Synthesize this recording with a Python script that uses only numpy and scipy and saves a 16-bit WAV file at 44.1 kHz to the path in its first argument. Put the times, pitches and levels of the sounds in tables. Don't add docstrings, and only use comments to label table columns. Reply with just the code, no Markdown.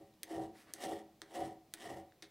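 import sys
import numpy as np
from scipy import signal
from scipy.fft import rfft, irfft
from scipy.io import wavfile
from scipy.ndimage import uniform_filter1d

SR = 44100
rng = np.random.default_rng(int(sys.argv[2]) if len(sys.argv) > 2 else 0)


def wav_record(signal):
    frames = np.transpose(np.atleast_2d(signal))
    bounded = np.clip(frames, -1, 1)
    quanta = np.round(bounded * 32767).astype(np.int16)
    wavfile.write(sys.argv[1], SR, quanta)


N = 101429
T = np.arange(N) / SR

# frequency_hz, density_db_per_hz
SHOP_SPECTRUM = [(15, -18), (25, -25), (107, -8.5), (173, -7.5), (567, -17), (1240, -25), (1410, -29),
                 (1570, -29.5), (2420, -26.5), (2630, -29), (3930, -27.5), (8810, -35), (15500, -33.5)]
SIDE_HISS_SPECTRUM = [(30, 9), (300, 4.5), (1500, 1.5), (15000, 6)]
DRAG_SPECTRUM = [(60, -34), (200, 13), (700, 5.5), (1900, 8), (3000, -0.5), (5000, -3.5), (7000, -10.5),
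                 (9500, -8.5), (15000, -21)]
CLICK_SPECTRUM = [(100, -14), (900, -11.5), (1300, -7), (1750, 1), (2300, -2.5), (2900, -7.5), (3600, 0),
                  (5300, -1.5), (6300, 1.5), (7100, -3.5), (8700, 5.5), (11000, 2.5), (16000, 2.5)]
GRIND_SPECTRUM = [(60, -63.5), (200, -7.5), (250, -3.5), (295, -3), (340, 6), (385, -18), (440, 2.5),
                  (520, -10), (600, 0.5), (710, 2.5), (850, -9), (1050, -16), (1500, -25.5), (3000, -65)]
RASP_SPECTRUM = [(300, -31.5), (1150, 10), (1550, -3), (1830, 14.5), (1980, 16.5), (2100, 7), (2300, 6),
                 (2500, -0.5), (2950, 8), (3400, 3), (4000, -1), (4600, -3.5), (5000, -5), (5400, -0.5),
                 (6500, -7.5), (7100, -10), (7600, -2), (8400, -7), (8900, -2), (9600, -8.5), (12000, -13),
                 (14000, -19), (15200, -18), (16500, -18)]

# frequency_hz, relative_level_db, t60_s
BENCH_MODES = [(64, -11, 0.1), (89.3, -6, 0.16), (109, -0.5, 0.085), (128.3, 0, 0.1), (156, -10.5, 0.067),
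               (195, -9.5, .25), (214.4, -14.5, 0.65)]
# frequency_hz, relative_level_db, t60_s
VISE_MODES = [(305, -5, .2), (323, 2, .28), (407, -4, .3), (495, -13, .15), (561, -1, .3), (662, -5, .12),
              (712, -1, .2), (739, -2, .25), (764, -1, .27), (820, -8, .25), (913, -18, .25),
              (962, -13, .15), (1155, -17, .12), (1360, -22, .25)]
# frequency_hz, relative_level_db, t60_s
BLADE_MODES = [(1927, 8.5, 0.058), (3203, 4.5, 0.043), (5200, 2, 0.039), (5600, -21, 0.068),
               (5920, -5, 0.024), (6340, 2.5, 0.082), (7260, -4, 0.022), (8300, -23, 0.044)]

# start_s, stop_s, level_db, tilt_db_per_octave
DRAG_EVENTS = [(0.572, 0.629, -64.5, 3.5), (0.685, 0.705, -62.5, -1)]
# start_s, initial_level_db, treble_edge_hz, tilt_db_per_octave, t60_s
SNAG_EVENTS = [(.137, -71.5, 5000, 0.5, 0.044), (.554, -61, 2200, -3, 0.047),
               (0.762, -52.5, 8000, -5, 0.0077), (.819, -51.5, 8000, 0.5, .12),
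               (0.8389, -43.5, 6500, 4, 0.017), (.8430, -49.5, 6000, 7, 0.037),
               (0.852, -44, 7400, 0, 0.021), (2.1220, -61.5, 3020, 2, 0.01)]
# start_s, peak_db
JOLT_EVENTS = [(.006, -49.5), (.306, -39), (0.376, -34), (.513, -50)]
# start_s, click_db, treble_edge_hz, tilt_db_per_octave,
# chatter_db, chatter_t60_s, vise_peak_db, blade_peak_db
LANDING_EVENTS = [(0.2325, -44, 14000, 0, -48, 0.056, -54.5, -44),
                  (0.7375, -47.5, 7440, 4, -52.5, 0.11, -53, -51),
                  (1.2180, -51, 7540, -3, -56, 0.12, -51, -51),
                  (1.7386, -45.5, 12400, -.5, -46.5, .05, -53.5, -64),
                  (2.2237, -58.5, 4300, 3.5, -51, 0.13, -51.5, -82)]
# full_speed_s, slowing_s, rasp_db (midway), vise_drive_db, bench_db,
# rasp_tilt_db_per_octave, rasp_fade_s, whistle_start_s
STROKE_EVENTS = [(-.12, -0.012, -83, -52, -59.5, 2, 0.27, -.1),
                 (0.333, 0.412, -60.5, -40.5, -53.5, 2.5, 0.46, .295),
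                 (0.842, 0.918, -56.5, -40, -58, 2.5, 0.99, .89),
                 (1.37, 1.435, -58.5, -39, -55, 2.5, 1.503, 1.395),
                 (1.831, 1.964, -59, -45.5, -60.5, 2, 1.993, 1.90)]

SHOP_DB, SIDE_HISS_DB = -70, -13
ROOM_T60_S, ROOM_TREBLE_T60_S, ROOM_DB, ROOM_DELAY_S = 0.45, 0.35, -15.5, .006
ROOM_SPLIT_HZ = 2500
CLICK_RATTLE_T60_S, CLICK_RATTLE_DB = 0.0035, -14
KNOCK_EDGE_HZ = 333
CATCHES_PER_S, CATCH_SCATTER_DB = 4500, 3.5
JUDDER_PER_S, JUDDER_DB = 90, 1.5
GRAIN_BAND_HZ, GRAIN_PER_S, GRAIN_DB = 700, 64, 2
RASP_LEAD_S, RASP_RISE_DB_S, RASP_FALL_DB_S, RASP_SAG_DB_S = .018, 267, 392, 60.5
VISE_RISE_DB_S, VISE_FALL_DB_S = 277, 265
BENCH_LAG_S, BENCH_RISE_DB_S, BENCH_FALL_DB_S = 0.02, 396, 286
WHISTLE_HZ, WHISTLE_HZ_PER_S, WHISTLE_DB = 10360, 31000, -14.5
GRIND_DB, RING_DB, BLADE_DB = -7, -4.5, -13
TOP_HZ = 15700


def undb(db):
    return 10 ** (np.asarray(db) / 20)


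def unit(x):
    return x / np.sqrt(np.mean(x ** 2))


def noise():
    return rng.standard_normal(N)


def fade(t60):
    return np.exp(-np.log(1000) * T / max(t60, .001))


def swell(start, stop, rise_db_s, fall_db_s):
    before = np.maximum(start - T, 0)
    after = np.maximum(T - stop, 0)
    return undb(-rise_db_s * before - fall_db_s * after)


def at(s, x):
    return np.concatenate([np.zeros(int(s * SR)), x])[:N]


def through(x, response):
    return signal.fftconvolve(x, response / np.sqrt(np.sum(response ** 2)))[:N]


def colour(points, tilt_db=0, edge_hz=None):
    f = np.maximum(np.fft.rfftfreq(4096, 1 / SR), 1)
    hz, db = np.array(points, float).T
    db = np.interp(np.log(f), np.log(hz), db)
    db = db + tilt_db * np.log2(np.maximum(f, 1000) / 4000)
    if edge_hz:
        db = db - 10 * np.log10(1 + (f / edge_hz) ** 6)
    cepstrum = irfft(np.log(undb(db)))
    cepstrum[1:len(f) - 1] *= 2
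    cepstrum[len(f):] = 0
    return irfft(np.exp(rfft(cepstrum)))


def ring(modes):
    response = 0
    for k, (hz, db, t60) in enumerate(modes):
        response = response + (-1) ** k * undb(db) * fade(t60) * np.sin(2 * np.pi * hz * T)
    return response


def steady_noise(level_db, spectrum):
    return undb(level_db) * through(noise(), colour(spectrum))


def room(x):
    low_pass = signal.butter(2, ROOM_SPLIT_HZ, fs=SR, output="sos")
    high_pass = signal.butter(2, ROOM_SPLIT_HZ, "high", fs=SR, output="sos")
    low = signal.sosfilt(low_pass, noise()) * fade(ROOM_T60_S)
    high = signal.sosfilt(high_pass, noise()) * fade(ROOM_TREBLE_T60_S)
    tail = at(ROOM_DELAY_S, 2.5 * low + 0.42 * high)
    return undb(ROOM_DB) * through(x, tail)


def catches(per_s, scatter_db):
    size = undb(scatter_db * np.minimum(rng.exponential(size=N), 4))
    happens = rng.random(N) < per_s / SR
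    return unit(happens * size * np.sign(noise()))


def drags():
    out = 0
    for start, stop, db, tilt_db in DRAG_EVENTS:
        brushing = catches(4000, 1.5) * undb(db) * swell(start, stop, 310, 390)
        out = out + through(brushing, colour(DRAG_SPECTRUM, tilt_db))
    return out


def crunch(db, t60, edge_hz, tilt_db):
    burst = catches(3500, 2.1) * undb(db) * fade(t60)
    return through(burst, colour(CLICK_SPECTRUM, tilt_db - 2.5, edge_hz))


def snags():
    return sum(at(s, crunch(db, t60, edge_hz, tilt_db)) for s, db, edge_hz, tilt_db, t60 in SNAG_EVENTS)


def knock(vise):
    dull = signal.sosfilt(signal.butter(2, KNOCK_EDGE_HZ, fs=SR, output="sos"), vise)
    return dull / abs(dull).max()


def jolts(vise):
    return sum(at(s, undb(db) * knock(vise)) for s, db in JOLT_EVENTS)


def tick(db, edge_hz, tilt_db):
    contact = (T == 0) + undb(CLICK_RATTLE_DB) * noise() * fade(CLICK_RATTLE_T60_S)
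    contact = contact * np.sqrt(.015 * SR / np.sum(contact ** 2))
    return undb(db) * through(contact, colour(CLICK_SPECTRUM, tilt_db, edge_hz))


def landings(vise, blade):
    out = 0
    for s, db, edge_hz, tilt_db, chatter_db, chatter_t60, vise_db, blade_db in LANDING_EVENTS:
        click = tick(db, edge_hz, tilt_db)
        chatter = crunch(chatter_db, chatter_t60, edge_hz, tilt_db)
        vise_ring = undb(vise_db) * knock(vise)
        blade_ring = undb(blade_db) * blade / abs(blade).max()
        out = out + at(s, click + chatter + vise_ring + blade_ring)
    return out


def judder(per_s, db):
    knots = rng.standard_normal(N // 40)
    flutter = np.interp(T * per_s, np.arange(len(knots)), knots)
    return unit(undb(db * flutter))


def shimmer(x):
    place = np.fft.rfftfreq(N, 1 / SR) / GRAIN_BAND_HZ
    place = np.minimum(place, 23)
    spectrum = rfft(x)
    out = 0
    for k in range(24):
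        weight = np.maximum(1 - abs(place - k), 0)
        out = out + irfft(spectrum * weight, N) * judder(GRAIN_PER_S, GRAIN_DB)
    return out


def climbing_whistle(start):
    hz = np.clip(WHISTLE_HZ + WHISTLE_HZ_PER_S * (T - start), SR / 8, SR / 3)
    waver = uniform_filter1d(uniform_filter1d(noise(), size=50), size=50)
    tone = unit(waver * np.sin(2 * np.pi * np.cumsum(hz) / SR))
    return tone * swell(start, start + 0.017, 200, 330)


def strokes(vise, blade):
    scrape, blade_drive, vise_drive, bench_drive = 0, 0, 0, 0
    for start, stop, rasp_db, vise_db, bench_db, tilt_db, lift, whistle_s in STROKE_EVENTS:
        teeth = catches(CATCHES_PER_S, CATCH_SCATTER_DB) * judder(JUDDER_PER_S, JUDDER_DB)
        from_middle = np.clip(T, start, lift) - (start + lift) / 2
        bite = undb(rasp_db - RASP_SAG_DB_S * from_middle)
        bite = bite * swell(start - RASP_LEAD_S, lift, RASP_RISE_DB_S, RASP_FALL_DB_S)
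        rasp = through(teeth * bite, colour(RASP_SPECTRUM, tilt_db))
        scrape = scrape + rasp + undb(WHISTLE_DB) * bite * climbing_whistle(whistle_s)
        blade_drive = blade_drive + teeth * bite
        push = undb(vise_db) * swell(start, stop, VISE_RISE_DB_S, VISE_FALL_DB_S)
        vise_drive = vise_drive + teeth * push
        shove = undb(bench_db) * swell(start + BENCH_LAG_S, stop, BENCH_RISE_DB_S, BENCH_FALL_DB_S)
        bench_drive = bench_drive + teeth * shove
    blade_ring = undb(BLADE_DB) * through(blade_drive, blade)
    vise_ring = undb(RING_DB) * through(vise_drive, vise)
    grind = undb(GRIND_DB) * through(vise_drive, colour(GRIND_SPECTRUM))
    bench_ring = through(bench_drive, ring(BENCH_MODES))
    return shimmer(scrape + blade_ring) + vise_ring + grind + bench_ring


def scene():
    vise, blade = ring(VISE_MODES), ring(BLADE_MODES)
    filing = drags() + snags() + jolts(vise) + landings(vise, blade) + strokes(vise, blade)
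    mid = steady_noise(SHOP_DB, SHOP_SPECTRUM) + room(filing) + filing
    side_hiss = steady_noise(SHOP_DB + SIDE_HISS_DB, SIDE_HISS_SPECTRUM)
    return np.array([mid + side_hiss, mid - side_hiss])


def record(dry):
    return signal.sosfilt(signal.ellip(8, .2, 70, TOP_HZ, fs=SR, output="sos"), dry)


dry = scene()
out = record(dry)
wav_record(out)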